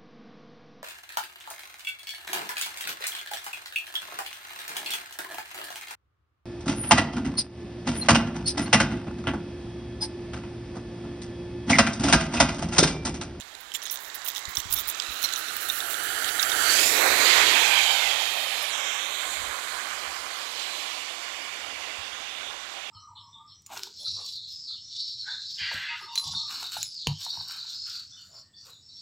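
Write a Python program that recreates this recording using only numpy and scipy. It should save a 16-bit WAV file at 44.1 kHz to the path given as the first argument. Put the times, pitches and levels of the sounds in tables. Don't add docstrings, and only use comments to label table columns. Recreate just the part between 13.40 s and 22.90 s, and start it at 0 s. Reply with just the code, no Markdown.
import sys
import numpy as np
from scipy import signal
from scipy.fft import rfft, irfft, next_fast_len
from scipy.io import wavfile
from scipy.ndimage import uniform_filter1d, map_coordinates

SR = 44100
rng = np.random.default_rng(int(sys.argv[2]) if len(sys.argv) > 2 else 0)


def master(y):
    cut = np.clip(np.atleast_2d(y).T, -1, 1)
    pcm = np.round(cut * 32767)
    wavfile.write(sys.argv[1], SR, pcm.astype(np.int16))


N = 418950
SPEED_M_PER_S, SOUND_M_PER_S = 14, 343
NEAR_S, NEAR_M, FAR_S, FAR_M = 3.733, 6.41, 5.865, 8.5
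TOP_HZ = 15880


def traffic():
    water = unit(rng.standard_normal(N) + 0.5 * grains(rate=3500, spread_db=-0.5))
    hz, t, spectrum = signal.stft(water, SR, nperseg=1024, noverlap=768)
    patches = uniform_filter1d(rng.standard_normal(spectrum.shape), size=24, axis=0)
    patches = unit(uniform_filter1d(patches, size=10, axis=1))
    spectrum *= amp(1.15 * patches)
    wet_db = wetness(t)
    spectrum *= np.sqrt(near_car(hz, t, wet_db) + far_car(hz, t, wet_db) + town(hz))
    spectrum *= hiss_colouring(hz, t) * road_bounce(hz, t) * reflections(hz, t) * cupped_hand(hz, t)
    return amp(6) * signal.istft(spectrum, SR, nperseg=1024, noverlap=768)[1][:N]


# relative_level_db, trail_m, coming_db_per_decade, leaving_db_per_decade
NEAR_TYRES = [(-33, -2, 26, 23.2), (-22, 1, 27.5, 32.7), (-23.5, 5.5, 27.5, 22.4), (-27.5, 5, 25, 27.2),
              (-32, -2.5, 19, 17.9)]
# frequency_hz, relative_db
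FRONT_COLOUR = [(140, -52), (230, -24), (317, -11.5), (549, -10.5), (811, -7), (1100, -7), (1620, -4.5),
                (2530, -5), (3870, 1.5), (4540, -5), (5420, -9.5), (7460, -5.5), (8150, -12.5),
                (12000, -13.5), (16000, -20.5)]
REAR_COLOUR = [(140, -53), (230, -22), (421, -10.5), (679, -5.5), (811, -8.5), (1330, -9.5), (2350, -3),
               (4080, -5.5), (5420, -14), (7330, -10.5), (8300, -14.5), (10600, -14.5), (11800, -12.5),
               (15200, -17.5), (16000, -24.5)]
# half_clear_s, loss_db
BANK = [(0.38, 2), (0.37, 4), (1.45, 1.5), (0.41, 6), (1.59, 11)]


def near_car(hz, t, wet_db, clearing_s=0.13, turn_from_m=-5.5, turn_over_m=3.1):
    road_m = SPEED_M_PER_S * (t - NEAR_S)
    half_clear_s, loss_db = np.transpose(BANK)[:, :, None]
    screened_db = loss_db * np.clip((half_clear_s - t) / clearing_s + .5, 0, 1)
    levels_db = pass_by(NEAR_TYRES, t, NEAR_S, NEAR_M) + wet_db - screened_db
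    rear = np.clip((road_m - turn_from_m) / turn_over_m, 0, 1)
    power = (1 - rear) * tyres(hz, levels_db, FRONT_COLOUR) + rear * tyres(hz, levels_db, REAR_COLOUR)
    return power * air_loss(hz, np.maximum(road_m, 0))


# relative_level_db, trail_m, coming_db_per_decade, leaving_db_per_decade
FAR_TYRES = [(-48.5, -4, 26, 2.2), (-38, -6, 180, 8.8), (-39, 19, 29, 4.1), (-42.5, 20, 12.3, 8.7),
             (-47, 2, 18, 11)]
# frequency_hz, relative_db
DISTANT_COLOUR = [(140, -54), (230, -13.5), (290, -11), (460, -9.5), (797, -1), (886, -10.5), (1090, -7.5),
                  (1410, -7.5), (2660, -8.5), (4150, -7), (5610, -7.5), (7460, -11), (10400, -27),
                  (12300, -37), (16000, -32)]


def far_car(hz, t, wet_db):
    distance_m = np.hypot(SPEED_M_PER_S * (t - FAR_S), FAR_M)
    levels_db = pass_by(FAR_TYRES, t, FAR_S, FAR_M) + wet_db
    return tyres(hz, levels_db, DISTANT_COLOUR) * air_loss(hz, distance_m)


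BAND_EDGES = [20, 900, 2200, 4500, 8000, 16000]


def tyres(hz, levels_db, colour):
    octaves = np.log2(hz + 1)[:, None] - np.log2(BAND_EDGES)
    above = .5 + .5 * np.tanh(octaves / 0.19)
    power = (above[:, :-1] - above[:, 1:]) * amp(along(colour, hz))[:, None] ** 2
    return np.abs(power / power.mean(axis=0)) @ amp(levels_db) ** 2


def pass_by(parts, t, abreast_s, side_m):
    db, trail_m, coming, leaving = np.transpose(parts)[:, :, None]
    road_m = SPEED_M_PER_S * (t - abreast_s) - trail_m
    return db - np.where(road_m < 0, coming, leaving) * np.log10(np.hypot(road_m / side_m, 1))


# centre_s, half_length_s, hiss_db, spray_db, mist_db
PUDDLES = [(1.72, 0.34, 6.5, 3.5, -6), (3.394, 0.18, 1, 10, 2.5), (5.92, 0.11, -0.5, 4.5, 2),
           (7.37, 0.2, 3, 1, 3.5)]


def wetness(t, uneven_db=0.45):
    puddle_db = sum(np.outer([0, 0, *water_db], np.exp(-((t - s) / half_length) ** 2))
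                    for s, half_length, *water_db in PUDDLES)
    return puddle_db + uneven_db * np.array([wobble(t, rate=4) for _ in puddle_db])


# pitch_hz, width_octaves, gain_db, strongest_at_m, reach_m
NEAR_COLOURING = [(354, 0.64, 9, 3.5, 6.2), (873, 0.2, 9.5, 14, 8.6), (2420, 0.24, 5, 8.5, 3),
                  (3300, 0.2, 5, 13.5, 9.7), (4340, 0.16, 5.5, -6, 1.2), (1590, 0.61, -10, -3.5, 1.55),
                  (2300, 0.3, 10, -4.5, 1.85), (1990, 0.28, -6.5, -0.9, 2.9), (4700, 0.72, 4, 2.5, 1.2),
                  (1570, 0.24, -3.5, -10, 2.7), (750, 0.22, 3.5, -11.5, 5.4), (2400, 0.061, -1, -18, 5.8),
                  (4330, .1, 1.5, -6.5, 1.3), (2060, 0.13, -2.5, 11.5, 2.4), (3130, .2, -4.5, -1, 2),
                  (795, 1.5, 3.5, -1, 1.2), (6800, 0.066, -5, -22, 9.6), (4300, 0.045, 3, 19, 2.7),
                  (5430, 0.047, 5.5, 20, 2.1)]
FAR_COLOURING = [(1080, 0.2, 5, 23, 27), (1480, 0.47, 4, 7.3, 3.7), (2810, 0.092, -5.5, 2.2, 19),
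                 (3800, .1, -6, 11.3, 3.5), (4200, .07, 7, 20.5, 3.9), (1500, 0.27, -3, 22, 1.5),
                 (2230, 0.38, 2.5, 33.5, 14), (2850, 0.07, 5.5, 39, 4.3), (2920, .17, 4, 51, 2),
                 (3680, 0.12, 4.5, 44, 8.2), (4150, 0.1, -6.5, 32, 14), (4770, 0.29, -4, 67, 28),
                 (5770, 0.041, -6, 35, 35), (10600, 0.08, -3, 17, 4.7)]


def hiss_colouring(hz, t):
    gain_db = 0
    for rows, abreast_s, side_m in (NEAR_COLOURING, NEAR_S, NEAR_M), (FAR_COLOURING, FAR_S, FAR_M):
        road_m = SPEED_M_PER_S * (t - abreast_s)
        doppler = 1 / (1 + SPEED_M_PER_S / SOUND_M_PER_S * road_m / np.hypot(road_m, side_m))
        for pitch_hz, octaves, db, at_m, reach_m in rows:
            presence = np.exp(-((road_m - at_m) / reach_m) ** 2)
            gain_db += db * bell(hz, pitch_hz * doppler, octaves) * presence
    return amp(gain_db)


def road_bounce(hz, t, depth_db=8, at_m=-16.5, reach_m=12.3):
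    road_m = SPEED_M_PER_S * (t - NEAR_S)
    stretch = np.exp(-((road_m - at_m) / reach_m) ** 4)
    return amp(-depth_db * bell(hz, centre_hz=1026, octaves=0.19) * stretch)


def air_loss(hz, metres, db_per_m=0.093, at_hz=9340):
    return amp(-db_per_m * metres * (hz[:, None] / at_hz) ** 2) ** 2


# time_s, delay_ms, strength_ratio
BODY_REFLECTION = [(0, 1.2, .1), (.5, 1.15, .15), (1, 1, .2), (1.4, .85, .27), (1.8, .73, .33),
                   (2.3, .71, .42), (2.7, .66, .43), (3.3, .665, .43), (3.45, .58, .37), (3.56, .52, .36),
                   (3.76, .475, .34), (4, .43, 0), (4.02, 1.05, 0), (4.25, 1.2, .3), (4.55, 1.32, .36),
                   (4.76, 1.56, .27), (5.15, 1.62, .24), (5.4, 1.87, .16), (6, 1.9, .1), (6.6, 1.9, 0)]


def reflections(hz, t, scatter_db=1.17):
    delay_ms, strength = curves(BODY_REFLECTION, t)
    phase_per_ms = 2 * np.pi * hz[:, None] / 1000
    strength = strength / (1 + (hz[:, None] / TOP_HZ) ** 2)
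    comb = np.sqrt(1 - strength ** 2) / np.abs(1 - strength * np.exp(1j * phase_per_ms * delay_ms))
    paths = rng.uniform([.9, -.2], [3.2, .5], (8, 2))
    scatter = unit(sum(np.cos(phase_per_ms * (ms + swing * delay_ms)) for ms, swing in paths))
    return comb * amp(scatter_db * scatter * (hz / (hz + 1500))[:, None])


# time_s, low_notch_hz, low_strength_db, high_notch_hz, high_cut_db
CUPPING = [(5.22, 8000, 0, 16000, 0), (5.29, 6200, 10, 14500, 7), (5.33, 4500, 16, 12000, 7),
           (5.4, 4450, 16, 10200, 6), (5.58, 4500, 15, 8900, 6), (5.72, 5000, 13, 7400, 3),
           (5.85, 5150, 11, 7000, 0), (6.2, 5400, 5, 7000, 0), (7, 5500, 0, 7000, 0)]


def cupped_hand(hz, t, notch_octaves=0.22, lift_ratio=0.41):
    low_hz, low_db, high_hz, high_db = curves(CUPPING, t)
    away = np.log2((hz[:, None] + 1) / low_hz) / notch_octaves
    hollow = lift_ratio * np.exp(-(away / 4) ** 2) - np.exp(-away ** 2)
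    high_notches = bell(hz, high_hz, 0.19) + bell(hz, 1.35 * high_hz, 0.16)
    return amp(low_db * hollow - high_db * high_notches)


# level_db, trail_m, coming_db_per_decade, leaving_db_per_decade
ENGINE = [(-43, 1, 23.7, 29)]
# time_s, level_db
DRONE = [(0, -66), (5.1, -70), (6.4, -58.5), (7.7, -67.5), (8.3, -56.5), (9.5, -62)]
# frequency_hz, relative_db
RUMBLE_COLOUR = [(20, -21), (35, -16), (54, -0.5), (85, -0.5), (130, -9), (220, -7), (340, -9), (450, -46),
                 (700, -53)]


def rumble():
    t = np.arange(N) / SR
    engine = amp(pass_by(ENGINE, t, NEAR_S, NEAR_M)[0])
    drone = amp(curves(DRONE, t)[0])
    return np.hypot(engine, drone) * coloured(rng.standard_normal(N), RUMBLE_COLOUR)


# start_s, length_s, gravel_db, leaf_db
PRESSES = [(0.002, 0.01, -32, -48), (0.2, 0.008, -45, -40), (0.34, 0.022, -29, -33),
           (0.425, 0.02, -34, -39), (0.457, 0.012, -28.5, -47), (0.507, 0.04, -36, -28),
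           (0.597, 0.094, -58, -43.5), (0.743, 0.02, -38, -32), (0.848, 0.021, -33.5, -30),
           (0.877, 0.011, -29, -22), (0.947, 0.053, -33.5, -39), (1.091, 0.012, -50, -36),
           (1.151, 0.012, -32, -33), (1.17, 0.038, -31.5, -33), (1.302, 0.016, -31.5, -29),
           (1.323, 0.021, -33, -18.5), (1.361, 0.012, -30, -28), (1.381, 0.03, -32.5, -27),
           (1.476, 0.027, -33.5, -24), (1.7, 0.11, -48, -42), (1.819, 0.018, -25.5, -29),
           (1.836, 0.015, -35, -25), (1.925, 0.0069, -26, -37), (1.964, 0.039, -46, -33),
           (2.2, 0.06, -41, -34), (2.28, 0.019, -34, -29), (2.32, 0.082, -38, -33),
           (2.497, 0.042, -35, -31), (2.636, 0.012, -43, -30), (2.878, 0.015, -24, -33),
           (3.016, 0.019, -24, -25), (3.091, 0.013, -25, -43)]
# frequency_hz, relative_db
GRAVEL_COLOUR = [(1000, -12.5), (2500, 1), (3100, 6), (3700, 11.5), (4700, -2.5), (5700, 7.5), (6300, 4.5),
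                 (7200, 6), (8200, -2), (9400, -0.5), (10200, -10.5), (16000, -13.5)]
# frequency_hz, relative_db
LEAF_AND_CAMERA_COLOUR = [(3000, -17), (7500, -6), (8600, -6), (9500, 2), (10300, -1.5), (11200, 9.5),
                          (12100, 2.5), (12800, -3), (13300, 14), (13800, 2), (14300, 8.5), (15000, 8),
                          (15700, 8.5), (16000, -6)]


def footsteps():
    out, lead = np.zeros(N + SR), SR // 100
    t = np.arange(-lead, SR // 5) / SR
    for s, length, gravel_db, leaf_db in PRESSES:
        settling = 0.17 * press(t, length, rise=0.015, release=0.08)
        weight = press(t, length, rise=0.0095, release=.008) + settling
        gravel = crackle(weight, GRAVEL_COLOUR, rate=600, t60=0.0062)
        leaves = crackle(weight, LEAF_AND_CAMERA_COLOUR, rate=1200, t60=0.0099)
        out[max(round(s * SR), 0):][:len(t)] += amp(gravel_db) * gravel + amp(leaf_db) * leaves
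    return out[lead:][:N]


def crackle(weight, colour, rate, t60, spread_db=8, most=1500):
    t, hz = np.arange(SR // 80) / SR, np.arange(colour[0][0], TOP_HZ)
    impacts = int(np.clip(rate * weight.sum() / SR, 1, most))
    when, size, *pitches = rng.random((most, 5))[:impacts].T
    start = np.searchsorted(np.cumsum(weight) / weight.sum(), when)
    share = np.cumsum(amp(along(colour, hz)) ** 2)
    modes_hz = np.interp(pitches, share / share[-1], hz)
    rings = np.sin(2 * np.pi * modes_hz[:, :, None] * t).sum(axis=0) * amp(-60 * t / t60)
    rings *= (np.sqrt(weight[start]) * amp(spread_db * (2 * size - 1)))[:, None]
    samples = start[:, None] + np.arange(len(t))
    out = np.bincount(samples.ravel(), rings.ravel(), len(weight))[:len(weight)]
    low_cut = signal.butter(2, 2000, 'highpass', fs=SR, output='sos')
    out = signal.sosfilt(low_cut, out)
    return out * np.linalg.norm(weight) / np.linalg.norm(out)


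# start_s, peak_db, main_hz, upper_hz, upper_over_main_db, t60_s
STONES = [(0.151, -20.5, 4000, 7700, -3, 0.01), (0.3183, -21, 3110, 7360, -14, .018),
          (0.3495, -9.5, 3310, 7100, 0, .012), (0.4186, -18, 3180, 5680, 4, .018),
          (0.4545, -16.5, 3740, 6540, 2, .028), (0.4984, -13, 3470, 5600, 9, 0.019),
          (0.558, -16, 3600, 5740, 2, 0.0068), (0.573, -18, 3680, 6560, 0, 0.0072),
          (0.7003, -23, 3670, 4450, -2, 0.0092), (0.8845, -16, 3660, 5700, -5, 0.0091),
          (0.9018, -18, 3700, 5800, -7, 0.0051), (0.9619, -12.5, 3500, 5640, -8, 0.01),
          (0.971, -17, 3600, 5700, -4, .007), (0.98, -13, 3700, 5760, -6, 0.0077),
          (1.0537, -13, 3930, 6980, -2, 0.012), (1.1524, -15, 4120, 6500, 5, .012),
          (1.1699, -5.5, 3550, 5620, 3.5, .022), (1.2008, -15, 3670, 5900, 5, .015),
          (1.325, -9, 5000, 10900, 5, 0.018), (1.3645, -13, 3530, 5570, -2, 0.022),
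          (1.5994, -6, 3380, 4870, 2, .013), (1.547, -17.5, 3900, 5900, -0.5, .008),
          (1.6215, -13, 3800, 5600, -2, .008), (1.8888, -13, 4120, 5700, -7, 0.017),
          (1.9367, -7, 3970, 6610, 0, 0.011), (1.9601, -9, 3700, 5960, 0, 0.013),
          (2.0843, -15, 3650, 7350, -17, .022), (2.166, -13, 8150, 15100, 14, .02),
          (2.2993, -6.5, 3690, 5800, -14, .03), (2.4041, -11.5, 3620, 7600, -9, .022),
          (2.5428, -10.5, 3500, 7240, -6, 0.011), (2.8446, -8, 3150, 6860, -6, 0.012),
          (2.9957, -6, 3740, 6660, -10, 0.037), (3.0287, -6, 4570, 5300, 4, 0.015),
          (3.1185, -8.5, 3640, 6330, -11, .025)]


def stones(crack_t60=0.016, crack_db=-8):
    out, t = np.zeros(N + SR), np.arange(SR // 20) / SR
    for s, db, main_hz, upper_hz, upper_db, t60 in STONES + grit():
        hz = np.outer([main_hz, upper_hz], [1, rng.uniform(1.03, 1.08)]).ravel()
        gains = np.outer([1, amp(upper_db)], [1, .5]).ravel()
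        ring = unit(gains @ np.sin(2 * np.pi * hz[:, None] * t)) * amp(-60 * t / t60)
        crack = coloured(rng.standard_normal(len(t)), GRAVEL_COLOUR) * amp(-60 * t / crack_t60)
        knock = (ring + amp(crack_db) * crack) * (1 - np.exp(-t / .0003))
        out[round(s * SR):][:len(t)] += amp(db) * knock / np.abs(knock).max()
    return out[:N]


def grit(count=2, peak_db=-26, spread_db=5.5, within_s=0.1, t60=0.006):
    press_s = np.repeat([row[0] for row in PRESSES[2:]], count)
    return [(s + within_s * when, peak_db + spread_db * (2 * size - 1),
             3100 + 2000 * main, 5300 + 2400 * upper, 0, t60)
            for s, (when, size, main, upper) in zip(press_s, rng.random((len(press_s), 4)))]


# start_s, length_s, level_db, main_hz, upper_hz, upper_over_main_db
SCRAPES = [(0.338, 0.027, -31, 3400, 7120, 0.5), (1.366, 0.03, -29, 3730, 5600, -5),
           (1.837, 0.02, -18, 4160, 5680, -6), (2.283, 0.028, -30, 3700, 5720, -12)]


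def scrapes(slips_per_s=1500, t60=0.019):
    out, lead = np.zeros(N + SR), SR // 100
    t = np.arange(SR // 15) / SR
    for s, length, db, main_hz, upper_hz, upper_db in SCRAPES:
        weight = press(t - lead / SR, length, rise=0.0051, release=0.0065)
        slips = weight * grains(slips_per_s, spread_db=5, size=len(t))
        for hz, mode_db in (main_hz, db), (upper_hz, db + upper_db):
            mode = np.sin(2 * np.pi * hz * t) * amp(-60 * t / t60)
            ring = signal.fftconvolve(slips, mode)[:len(t)]
            ring *= np.linalg.norm(weight) / np.linalg.norm(ring)
            out[round(s * SR):][:len(t)] += amp(mode_db) * ring
    return out[lead:][:N]


# start_s, length_s, left_db, right_db
BUMPS = [(1.079, 0.016, -35, -68), (1.176, 0.011, -32, -72), (1.257, 0.0071, -31.5, -57),
         (1.3, 0.065, -39.5, -59), (1.353, 0.15, -48.5, -64), (1.688, 0.026, -42, -62),
         (5.85, 0.18, -53, -53), (5.996, 0.12, -47, -52), (6.646, 0.23, -59, -66), (8.58, 0.04, -48, -65)]
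# frequency_hz, relative_db
THUD_COLOUR = [(20, -7), (45, 6), (70, 12.5), (110, -3), (200, -7), (380, -12), (900, -56)]


def handling():
    t = np.arange(N) / SR
    force = sum(amp([[left_db], [right_db]]) * press(t - s, length, rise=.004, release=.012)
                for s, length, left_db, right_db in BUMPS)
    return force * np.array([coloured(rng.standard_normal(N), THUD_COLOUR) for _ in range(2)])


def brush(start_s=5.222, length_s=0.014, level_db=-31):
    skin = coloured(rng.standard_normal(N), [(3000, -30), (6500, 2), (12500, 15), (16000, -17)])
    return amp(level_db) * press(np.arange(N) / SR - start_s, length_s, rise=.012, release=.012) * skin


TOWN_DB = [-72, -72.5, -71, -78, -88]


def town(hz):
    return tyres(hz, np.array(TOWN_DB)[:, None], DISTANT_COLOUR)


def amp(db):
    return 10 ** (np.asarray(db) / 20)


def unit(x):
    return x / np.sqrt(np.mean(x ** 2) + 1e-20)


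def along(points, hz):
    f, v = np.transpose(points)
    return np.interp(np.log(hz + 1), np.log(f + 1), v)


def curves(rows, t):
    s, *cols = np.transpose(rows)
    return np.array([np.interp(t, s, c) for c in cols])


def bell(hz, centre_hz, octaves):
    return np.exp(-np.minimum(((np.log2(hz[:, None] + 1) - np.log2(centre_hz)) / octaves) ** 2, 20))


def filtered(x, response):
    m = next_fast_len(x.shape[-1] + 8192)
    return irfft(rfft(x, m) * response(np.fft.rfftfreq(m, 1 / SR)), m)[..., :x.shape[-1]]


def coloured(x, colour):
    return unit(filtered(x, lambda hz: amp(along(colour, hz))))


def grains(rate, spread_db, size=N):
    strength = amp(spread_db * np.clip(rng.standard_normal(size), -2, 2))
    return unit((rng.random(size) < rate / SR) * strength * rng.choice([-1, 1], size))


def press(t, length, rise, release):
    return np.clip(t / rise + .5, 0, 1) * np.exp(-np.clip((t - length) / release + .5, 0, 50))


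def wobble(t, rate):
    return map_coordinates(rng.standard_normal(200), [t * rate], mode="mirror")


# frequency_hz, gain_db
COVER_LEAK = [(30, -24), (110, -47), (380, -64.5), (700, -52.5), (4400, -52.5), (8000, -74), (11000, -46),
              (15000, -16)]


def scene(leak_delay_s=0.000405):
    air = traffic() + rumble() + footsteps() + stones() + scrapes() + brush()
    leak = filtered(air, lambda hz: amp(along(COVER_LEAK, hz)) * np.exp(-2j * np.pi * hz * leak_delay_s))
    noise_colour = [(30, 3), (100, -8), (400, -19.5), (2000, -25), (8000, -38), (16000, -21)]
    self_noise = amp(-67) * coloured(rng.standard_normal(N), noise_colour)
    return np.array([leak + self_noise, air]) + handling()


# frequency_hz, gain_db
PORT_COLOUR = [(4900, -2), (5450, -2), (6000, -1.5), (7000, -1.5), (7500, 0), (8100, -3.5), (8800, -0.5)]


def record(dry):
    return filtered(dry, lambda hz: amp(along(PORT_COLOUR, hz)) * (hz < TOP_HZ))


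dry = scene()
out = record(dry)
master(out)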